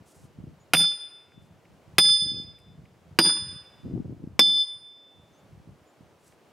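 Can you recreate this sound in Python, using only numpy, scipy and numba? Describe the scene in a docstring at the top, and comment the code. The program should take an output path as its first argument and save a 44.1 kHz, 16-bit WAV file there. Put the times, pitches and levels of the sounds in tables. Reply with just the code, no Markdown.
"""Splitting a log with a sledge hammer

A sledge hammer hits a steel wedge in a log four times, a few metres away on a lawn. Each blow cracks,
thuds in the wood and echoes off far walls. The steel head rings on and wavers as it is lifted, because
its sound mixes with its own reflection. Wind buffets the microphones over faint birds, cloth and ticks,
and a limiter turns the loudest moments down."""
import sys
import numpy as np
from scipy import signal
from scipy.fft import rfft, irfft, next_fast_len
from scipy.io import wavfile
from scipy.ndimage import uniform_filter1d
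from numba import njit

SR = 44100
rng = np.random.default_rng(int(sys.argv[2]) if len(sys.argv) > 2 else 0)


def generate_wav(signal):
    """Clip the signal to [-1, 1] and save it as 16-bit WAV at the path in sys.argv[1]."""
    frames = np.transpose(np.atleast_2d(signal))
    scaled = np.clip(frames, -1, 1) * 32767
    pcm = np.round(scaled).astype(np.int16)
    wavfile.write(sys.argv[1], SR, pcm)


N = 287532


def undb(db):
    """Turn decibels into a gain."""
    return 10 ** (np.asarray(db, float) / 20)


def fade(t, ring_s):
    """A smooth decay. The ring time is how long it takes to lose 60 dB."""
    return np.exp(-np.log(1000) * t / ring_s)


def noise(colour, count=N):
    """Noise of average (rms) level 1, its tone shaped by rows of (Hz, dB)."""
    hz, db = np.transpose(colour)
    size = next_fast_len(count)
    bins_hz = np.maximum(np.arange(size // 2 + 1) * SR / size, 1)
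    gain = undb(np.interp(np.log(bins_hz), np.log(hz), db))
    x = irfft(rfft(rng.standard_normal(size)) * gain, size)[:count]
    return x / np.std(x)


def resonate(x, hz, width_hz):
    """Favour the sound around one pitch."""
    return signal.lfilter(*signal.iirpeak(hz, hz / width_hz, SR), x)


def bandpass(x, low_hz, high_hz):
    """Keep the sound between two pitches and scale it to average level 1."""
    y = signal.sosfilt(signal.butter(3, [low_hz, high_hz], "bandpass", fs=SR, output="sos"), x)
    return y / np.std(y)


def wander(rate, count=N):
    """A smooth random curve that takes a new value `rate` times a second."""
    hold = int(SR / rate)
    steps = np.repeat(rng.standard_normal(count // hold + 1), hold)
    return uniform_filter1d(uniform_filter1d(steps, hold), hold)[:count]


def spread(x):
    """Plus on the left, minus on the right: this makes a sound wide."""
    return x * np.array([[1], [-1]])


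def add(out, start_s, x, pan_db=0):
    """Mix x into both channels; a positive pan moves it left."""
    i = int(start_s * SR)
    out[:, i:i + x.shape[-1]] += undb(spread(pan_db / 2)) * x[..., :N - i]


def curves(table, t):
    """Join a table's rows with straight lines and read each column at the times t."""
    times, *columns = np.transpose(table)
    return [np.interp(t, times, column) for column in columns]


# The tone of the murmur. Each row: frequency in Hz, relative level in dB.
MURMUR_TONE = [(21, -56.5), (35, -24.5), (317, -2), (602, -4), (1590, -15), (1770, -16.5), (3100, -20),
               (3620, -23), (6360, -26.5), (16000, -37)]
# How the tone of its wide part differs. Each row: frequency in Hz, change in dB.
MURMUR_WIDTH = [(60, 1), (110, -9), (200, -12), (380, -17), (700, -15.5), (1290, -16.5), (2380, -9),
                (4400, -14.5), (8120, -13), (15000, -11)]
# Its slow swell. 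Each row: time in seconds, level in dB.
MURMUR_SWELL = [(0, -60.5), (.7, -62), (1.5, -63), (1.9, -62), (3, -61), (3.8, -59), (4.9, -65),
                (5.4, -61.5), (6, -62), (6.52, -59.5)]


def distant_murmur():
    """Far leaves and roads blend into a soft noise that swells slowly."""
    hz, change_db = np.transpose(MURMUR_WIDTH)
    wide_tone = [(f, db + np.interp(np.log(f), np.log(hz), change_db)) for f, db in MURMUR_TONE]
    swell_db, = curves(MURMUR_SWELL, np.arange(N) / SR)
    level = undb(swell_db + 1.7 * wander(3.6))
    return level * (noise(MURMUR_TONE) + undb(-10) * spread(noise(wide_tone)))


# The breeze between gusts. Each row: time in seconds, level in dB.
BREEZE = [(0, -69), (.7, -67), (.95, -74), (1.3, -68.5), (1.5, -64.5), (2.5, -59.5), (3.1, -61.5),
          (3.7, -61), (4.4, -61.5), (4.7, -71), (5.1, -74), (5.4, -66.5), (5.9, -69), (6.52, -71.5)]
# Gusts. Each row: time of full strength in seconds, seconds it holds, level in dB.
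GUSTS = [(0, 0.017, -57), (0.179, 0.055, -50), (0.394, 0.11, -44.5), (0.704, .01, -56.5),
         (1.384, 0.012, -48), (1.555, .01, -61), (1.694, 0.011, -51), (1.876, 0.0086, -53.5),
         (2.098, .01, -46), (2.23, 0.18, -40), (2.71, 0.011, -54), (2.788, 0.031, -49),
         (3.156, 0.0096, -55), (3.423, 0.0061, -41.5), (3.51, 0.019, -41.5), (3.856, .05, -35.5),
         (3.925, 0.11, -34), (4.113, 0.014, -34.5), (4.21, 0.038, -38.5), (4.355, 0.0076, -45),
         (4.75, 0.011, -56.5), (5.186, 0.0089, -56), (5.3, 0.0095, -63), (5.501, 0.12, -52.5),
         (5.686, .01, -49), (6.012, .01, -53.5), (6.438, .01, -68.5)]
GUST_RISE_DB_PER_S, GUST_FALL_DB_PER_S = 422.5, 190.5


def wind_level_db():
    """A wavering breeze, plus gusts that rise fast, hold and die away."""
    t = np.arange(N) / SR
    power = undb(curves(BREEZE, t)[0] + 6 * wander(12)) ** 2
    for full_s, hold_s, db in GUSTS:
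        before_db = GUST_RISE_DB_PER_S * np.maximum(full_s - t, 0)
        after_db = GUST_FALL_DB_PER_S * np.maximum(t - full_s - hold_s, 0)
        power += undb(db - before_db - after_db) ** 2
    return 10 * np.log10(power)


# The strongest single swirls of air. Each row: time in seconds, level in dB, pan in dB.
PUFFS = [(0.019, -44.5, 7), (0.25, -43, 11), (0.385, -32.5, 4), (0.438, -29, 3.5), (1.376, -44, 11.5),
         (2.221, -34.5, 5), (2.317, -30.5, -8), (2.397, -27.5, -4), (3.864, -32, 9), (3.936, -24, 18),
         (3.948, -27, 19), (3.989, -26, 1.5), (4.001, -24.5, 11), (4.056, -26, -7), (4.094, -26.5, 8),
         (4.238, -25, 3.5), (4.272, -26, 5), (5.189, -54, -3), (5.673, -37, 1), (6.006, -40, -4.5)]


def wind():
    """Swirls of air push softly on the microphones, sounding brighter in stronger gusts."""
    level_db = wind_level_db()
    bright = np.clip((level_db + 55.5) / 31, 0, 1)
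    rumbles = []
    for _ in range(2):
        arrivals = rng.random(N) < 300 / SR  # about 300 swirls a second
        swirls = arrivals * rng.standard_normal(N) * undb(2 * wander(40))
        rumble = (1 - bright) * bandpass(swirls, 60, 190) + bright * bandpass(swirls, 80, 320)
        rumbles.append(undb(level_db) * rumble)
    out = rumbles[0] + undb(-7.5) * spread(rumbles[1])
    t = np.arange(-.012, .012, 1 / SR)
    push = np.cos(2 * np.pi * 190 * t + .4) * np.exp(-np.abs(t / .0022) ** 1.5)
    for time_s, db, pan_db in PUFFS:
        add(out, time_s - .009, undb(db) * push, pan_db)
    return out


# Bird chirps. Each row: start and length in seconds, first, lowest and last pitch in Hz, level in dB.
CHIRPS = [(.595, .05, 7200, 6800, 7200, -65.5), (5.32, 0.097, 7000, 6100, 8100, -69),
          (5.868, .045, 7500, 7050, 7560, -68)]


def far_birds(out):
    """Each chirp is a thin whistle whose pitch dips and rises again."""
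    for start_s, length_s, first_hz, low_hz, last_hz, db in CHIRPS:
        progress = np.linspace(0, 1, int(length_s * SR))
        falling = (first_hz - low_hz) * (1 - progress / .3) ** 2
        rising = (last_hz - low_hz) * ((progress - .3) / .7) ** 2
        hz = low_hz + np.where(progress < .3, falling, rising)
        whistle = np.sin(2 * np.pi * np.cumsum(hz) / SR)
        add(out, start_s, undb(db - 5.2 * progress) * whistle * signal.windows.tukey(len(hz), .4))


# Rustles. Each row: middle in seconds, length in seconds, level in dB.
RUSTLES = [(0.094, 0.1, -63.5), (0.192, 0.21, -65.5), (1.447, .09, -76), (6.273, .18, -67.5)]


def cloth(out):
    """Cloth rustles with a grainy hiss that swells and fades."""
    for middle_s, length_s, db in RUSTLES:
        count = int(length_s * SR)
        grain = rng.standard_normal(count) * undb(1.7 * wander(105, count))
        hiss = resonate(resonate(grain, 8300, 5300), 3800, 9000)
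        swell = np.sin(np.linspace(0, np.pi, count))
        add(out, middle_s - length_s / 2, undb(db) * swell * hiss / np.std(hiss))


# Ticks. Each row: start in seconds, peak level in dB, centre pitch in Hz, width of the band in Hz.
TICKS = [(1.318, -54.5, 1800, 900), (1.651, -53, 2262, 1000), (2.412, -56, 8500, 5000),
         (2.433, -55, 7900, 4000), (2.582, -54, 2160, 800), (2.587, -57, 8700, 7000),
         (2.6, -58, 8850, 4000), (2.617, -64, 9000, 3000), (2.853, -52.5, 2300, 800),
         (3.515, -56.5, 7380, 3000), (3.551, -55, 8650, 3500), (4.628, -56, 8000, 4000),
         (4.847, -70.5, 6100, 5000), (4.885, -66, 8000, 3000), (5.524, -63, 2570, 1000),
         (6.277, -53, 7500, 3000), (6.323, -53.5, 2270, 1200)]


def ticks(out):
    """Small dry ticks, each a tiny burst of noise around one pitch."""
    t = np.arange(SR // 50) / SR
    for start_s, db, hz, width_hz in TICKS:
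        burst = rng.standard_normal(len(t)) * np.minimum(t / .0017, 1) * fade(t, .022)
        tick = resonate(resonate(burst, hz, width_hz), hz, width_hz)
        add(out, start_s, undb(db) * tick / np.max(np.abs(tick)))


# Echoes off far walls. Each row: delay in seconds, relative level in dB.
WALL_ECHOES = [(.058, -22.5), (0.071, -27.5), (.104, -24.5), (.166, -39.5), (0.178, -33)]
# The tone of what comes back. Each row: frequency in Hz, relative level in dB.
ECHO_TONE = [(60, -22), (150, 3), (340, 1.5), (550, -3.5), (1000, -1.5), (2000, -3.5), (3300, -6.5),
             (5500, -3.5), (8000, -30.5), (16000, -55.5)]


def garden_echo():
    """The garden's answer to a click: slaps off walls, then a tail from trees, which return little bass."""
    t = np.arange(SR) / SR
    wall_noise, tree_noise = [noise(ECHO_TONE, SR) + undb(-17) * spread(noise(ECHO_TONE, SR))
                              for _ in range(2)]
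    walls = undb(-22.5) * np.clip(t / .075, 0, 1) ** 2 * fade(t, .3)  # a soft wash under the slaps
    for delay_s, db in WALL_ECHOES:
        since = np.maximum(t - delay_s, 0)
        walls += undb(db) * np.minimum(since / .00019, 1) * fade(since, .017)
    trees = undb(-42.5) * np.clip(t / .12, 0, 1) * fade(t, 1.44)
    return undb(-27) * (walls * wall_noise + trees * bandpass(tree_noise, 990, 5400))


# The log's own notes. Each row: pitch in Hz, full ring time in seconds.
LOG_NOTES = [(166, .25), (262, .15), (336, .13), (970, .05)]


def log_thud(start_s, levels_db, ring_share):
    """The struck log sounds a few low notes, which die sooner once the split opens."""
    out = np.zeros((2, N))
    t = np.arange(SR // 2) / SR
    for (hz, ring_s), db in zip(LOG_NOTES, levels_db):
        rough = resonate(rng.standard_normal(len(t)), hz, width_hz=68)  # damped wood has no pure pitch
        note = np.sin(2 * np.pi * hz * t) + .53 * rough / np.std(rough)
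        add(out, start_s, undb(db) * note * fade(t, ring_s * ring_share) * np.minimum(t / .0023, 1))
    return out


# The hammer head's three main, long notes: their pitches in Hz.
LONG_HZ = [3525, 4989, 9590]
# One row per long note. Each row: ring time in seconds, then its base level in dB at each blow.
LONG_NOTES = [(.8, -15, -8, -16.5, -8.5), (.67, -18, -6, -12.5, -16.5), (0.54, -20.5, -13, -13, -23.5)]
# How much of each long note goes towards the reflecting side, in dB.
LONG_REFLECT_DB = [-1, -11.5, -7.5]
# The head's other, mostly shorter notes: their pitches in Hz, then rows like those of the long notes.
SHORT_HZ = [4907, 5364, 5372, 6286, 7052, 8515, 10885, 11000, 11772, 11968, 12866, 13280, 14158]
SHORT_NOTES = [(0.25, -13.5, -24.5, -4, -30.5), (.055, -43.5, -40.5, -37, -8),
               (0.74, -56.5, -57, -50.5, -48.5), (0.38, -32.5, -35, -34, -34.5),
               (0.28, -52.5, -54.5, -44.5, -36.5), (0.22, -28, -27.5, -41.5, -29),
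               (0.46, -31, -26, -31.5, -35), (0.057, -18.5, -15, -12, -25), (0.14, -39, -41, -44, -44),
               (0.23, -40.5, -38, -42.5, -52), (0.22, -32, -35.5, -34, -48.5), (.1, -34, -36.5, -35, -41),
               (.3, -34.5, -41, -44, -47)]
# The reflection as the head is lifted, one list per blow.
# Each row: time in seconds, extra delay in milliseconds, base level in dB against the direct sound.
LIFT_REFLECTION = [
    [(.735, 0, -12), (.9, 0, -8), (.985, .142, -2), (1.1, .425, -.5), (1.2, .6, -8), (1.305, .709, -3),
     (1.6, 1.2, -8)],
    [(1.983, 0, -12), (2.14, 0, -8), (2.19, .142, -5), (2.262, .425, -2), (2.34, .709, -8),
     (2.461, .993, -1), (2.535, 1.277, -2), (2.587, 1.56, -1), (2.95, 2, -10)],
    [(3.188, 0, -12), (3.4, 0, -8), (3.478, .142, -2), (3.535, .425, -3), (3.64, .709, -.5),
     (3.715, .993, -1), (3.765, 1.277, -2), (4, 2, -6)],
    [(4.393, 0, -12), (4.6, 0, -8), (4.66, .142, -1), (4.795, .425, -1), (4.9, .56, -10), (5.5, .6, -12)],
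]
# Loudness as the head rebounds and turns, one list per blow.
# Each row: time in seconds, level change in dB, extra change in dB for notes above TREBLE_HZ.
HEAD_FACING = [
    [(.735, -8.5, 0), (.79, -0.5, 4), (.82, 1, -0.5), (.865, 2.5, -11.5), (.93, 0, 0), (1.05, -1, 2.5),
     (1.38, -4.5, 0.5), (1.6, -4, 0)],
    [(1.983, -3.5, 0.5), (2.03, -2, -0.5), (2.15, 0, 0.5), (2.23, 1, 3.5), (2.3, 2.5, -3),
     (2.41, 2.5, -5.5), (2.58, -4, -3), (2.95, -5, 0)],
    [(3.188, -8, -5.5), (3.244, -0.5, 2), (3.28, 0.5, 0), (3.36, -1.5, 0), (3.56, 0, 2.5), (3.69, -2.5, -4),
     (4.0, -8, 5)],
    [(4.393, 1, -9), (4.42, 8, -10.5), (4.49, 2.5, -2.5), (4.537, -2.5, -2.5), (4.615, 3.5, -1),
     (4.68, -3, 7), (4.77, -7, 13.5), (5.0, 1.5, 2), (5.5, 11, 4)],
]
TREBLE_HZ = 6000
APPROACH_M_PER_S, APPROACH_S = .62, .56  # the head gains this speed towards the listener in this time
WAVER_DB, PAN_WAVER_DB = 1.36, 2  # each note beams its own way as the head turns


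def head_ring(start_s, blow):
    """The steel head rings; as it moves, direct and reflected sound add up and cancel in turn."""
    out = np.zeros((2, N))
    end_s = HEAD_FACING[blow][-1][0]
    t = np.arange(int((end_s - start_s) * SR)) / SR
    delay_ms, reflection_db = curves(LIFT_REFLECTION[blow], start_s + t)
    facing_db, treble_db = curves(HEAD_FACING[blow], start_s + t)
    speed = APPROACH_M_PER_S * np.minimum(t / APPROACH_S, 1)
    heard_time = np.cumsum(1 + speed / 343) / SR  # coming closer raises the pitch (Doppler effect)
    edges = np.minimum(t / .002, 1) * np.minimum((t[-1] - t) / .042, 1)
    shares_db = LONG_REFLECT_DB + [-2.5] * len(SHORT_NOTES)
    notes = zip(LONG_HZ + SHORT_HZ, LONG_NOTES + SHORT_NOTES, shares_db)
    for hz, (ring_s, *levels_db), share_db in notes:
        phase = 2 * np.pi * (hz * heard_time + rng.random())
        reflected = undb(share_db + reflection_db) * np.sin(phase - 2 * np.pi * hz * delay_ms / 1000)
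        db = levels_db[blow] + facing_db + treble_db * (hz > TREBLE_HZ) + WAVER_DB * wander(14, len(t))
        sway_db = spread(PAN_WAVER_DB * wander(9, len(t)) / 2)
        note = (np.sin(phase) + reflected) * undb(db + sway_db) * fade(t, ring_s) * edges
        add(out, start_s, note, pan_db=rng.normal(-.48, .52))
    return out


# The tone of the crack. Each row: frequency in Hz, relative level in dB.
CRACK_TONE = [(90, -29), (170, -6.5), (340, -3.5), (620, -4.5), (1000, -1.5), (1500, -2.5), (2100, -6.5),
              (2800, -2), (4100, -11), (5000, -8), (8000, -26), (11000, -8.5), (16000, -42)]


def steel_contact(ring_s, splinter_db):
    """Steel meets steel once: a sharp snap and a burst of splintery noise."""
    t = np.arange(SR // 10) / SR
    snap = 2 * np.sin(2 * np.pi * 2400 * t) * np.minimum(t / .0004, 1) * fade(t, .005)
    splinters = noise(CRACK_TONE, len(t)) * np.minimum(t / .0013, 1) * fade(t, ring_s)
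    return snap + undb(splinter_db) * splinters


# Small extra contacts just after the blows. Each row: start in seconds, level in dB.
CHATTER = [(.7445, -6.5), (0.7494, -6), (0.7697, -17.5), (1.9875, -5), (3.1885, -21), (3.2035, -20),
           (4.3975, -15), (4.4115, -20)]


def wedge_crack(start_s, crack_db):
    """The head hits the wedge, then chatters against it."""
    out = np.zeros((2, N))
    add(out, start_s, undb(crack_db) * steel_contact(ring_s=.062, splinter_db=-2.5))
    for chatter_s, db in CHATTER:
        if start_s < chatter_s < start_s + .1:
            add(out, chatter_s, undb(db) * steel_contact(ring_s=.02, splinter_db=-9))
    return out


# The four blows. Each row: start in seconds, crack level in dB, a level in dB for each of the four log
# notes, echo strength of crack and ring in dB, share of the log's ring time that is left.
BLOWS = [(0.7347, -4, -23, -45, -29.5, -25, -1, 1), (1.9825, -2, -24.5, -33.5, -23.5, -25.5, -1, 0.64),
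         (3.188, -2.5, -18.5, -17.5, -7.5, -25.5, 2.5, 0.71),
         (4.3925, -6, -21.5, -17, -15.5, -23.5, -4.5, 0.8)]


def hammer_blows(out):
    """Each blow cracks, thuds and rings, and the garden sends all three back."""
    garden = garden_echo()
    for blow, (start_s, crack_db, *log_db, echo_db, ring_share) in enumerate(BLOWS):
        crack = wedge_crack(start_s, crack_db)
        thud = log_thud(start_s, log_db, ring_share)
        ring = head_ring(start_s, blow)
        out += crack + thud + ring
        # the bass spreads all round; crack and ring reach the walls as the head happens to face
        to_walls = undb(2) * thud + undb(echo_db) * (crack + undb(-13) * ring)
        i = int(start_s * SR)
        add(out, start_s, signal.fftconvolve(to_walls[:1, i:i + SR], garden, axes=1))


def scene():
    """All the sounds as they reach the two microphones."""
    out = distant_murmur() + wind()
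    hammer_blows(out)
    cloth(out)
    ticks(out)
    far_birds(out)
    return out


LIMIT_DB, RELEASE_S, ATTACK_SAMPLES, CEILING = -15, .031, 220, .44
LOW_CUT_HZ, HIGH_CUT_HZ = 60, 15750


@njit
def limiter(peaks, limit, release):
    """A gain that drops at once when a peak passes the limit, and recovers slowly."""
    gain, held = np.empty(len(peaks)), 0.
    for i in range(len(peaks)):
        held = peaks[i] if peaks[i] > held else held + (peaks[i] - held) * release
        gain[i] = min(1., limit / (held + 1e-9))
    return gain


def record(dry):
    """The microphones lose deep bass and top treble; the limiter acts late, so the first peaks clip."""
    dry = signal.sosfilt(signal.butter(2, LOW_CUT_HZ, "highpass", fs=SR, output="sos"), dry)
    peaks = uniform_filter1d(np.abs(dry).max(axis=0), size=64)
    gain = limiter(peaks, float(undb(LIMIT_DB)), 1 / (RELEASE_S * SR))
    late_gain = signal.lfilter([1 / ATTACK_SAMPLES], [1, 1 / ATTACK_SAMPLES - 1], gain - 1) + 1
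    limited = dry * late_gain
    clipped = limited / (1 + (limited / CEILING) ** 12) ** (1 / 12)  # clean below the ceiling
    return signal.sosfilt(signal.ellip(8, .2, 70, HIGH_CUT_HZ, fs=SR, output="sos"), clipped)


dry = scene()
out = record(dry)
generate_wav(out)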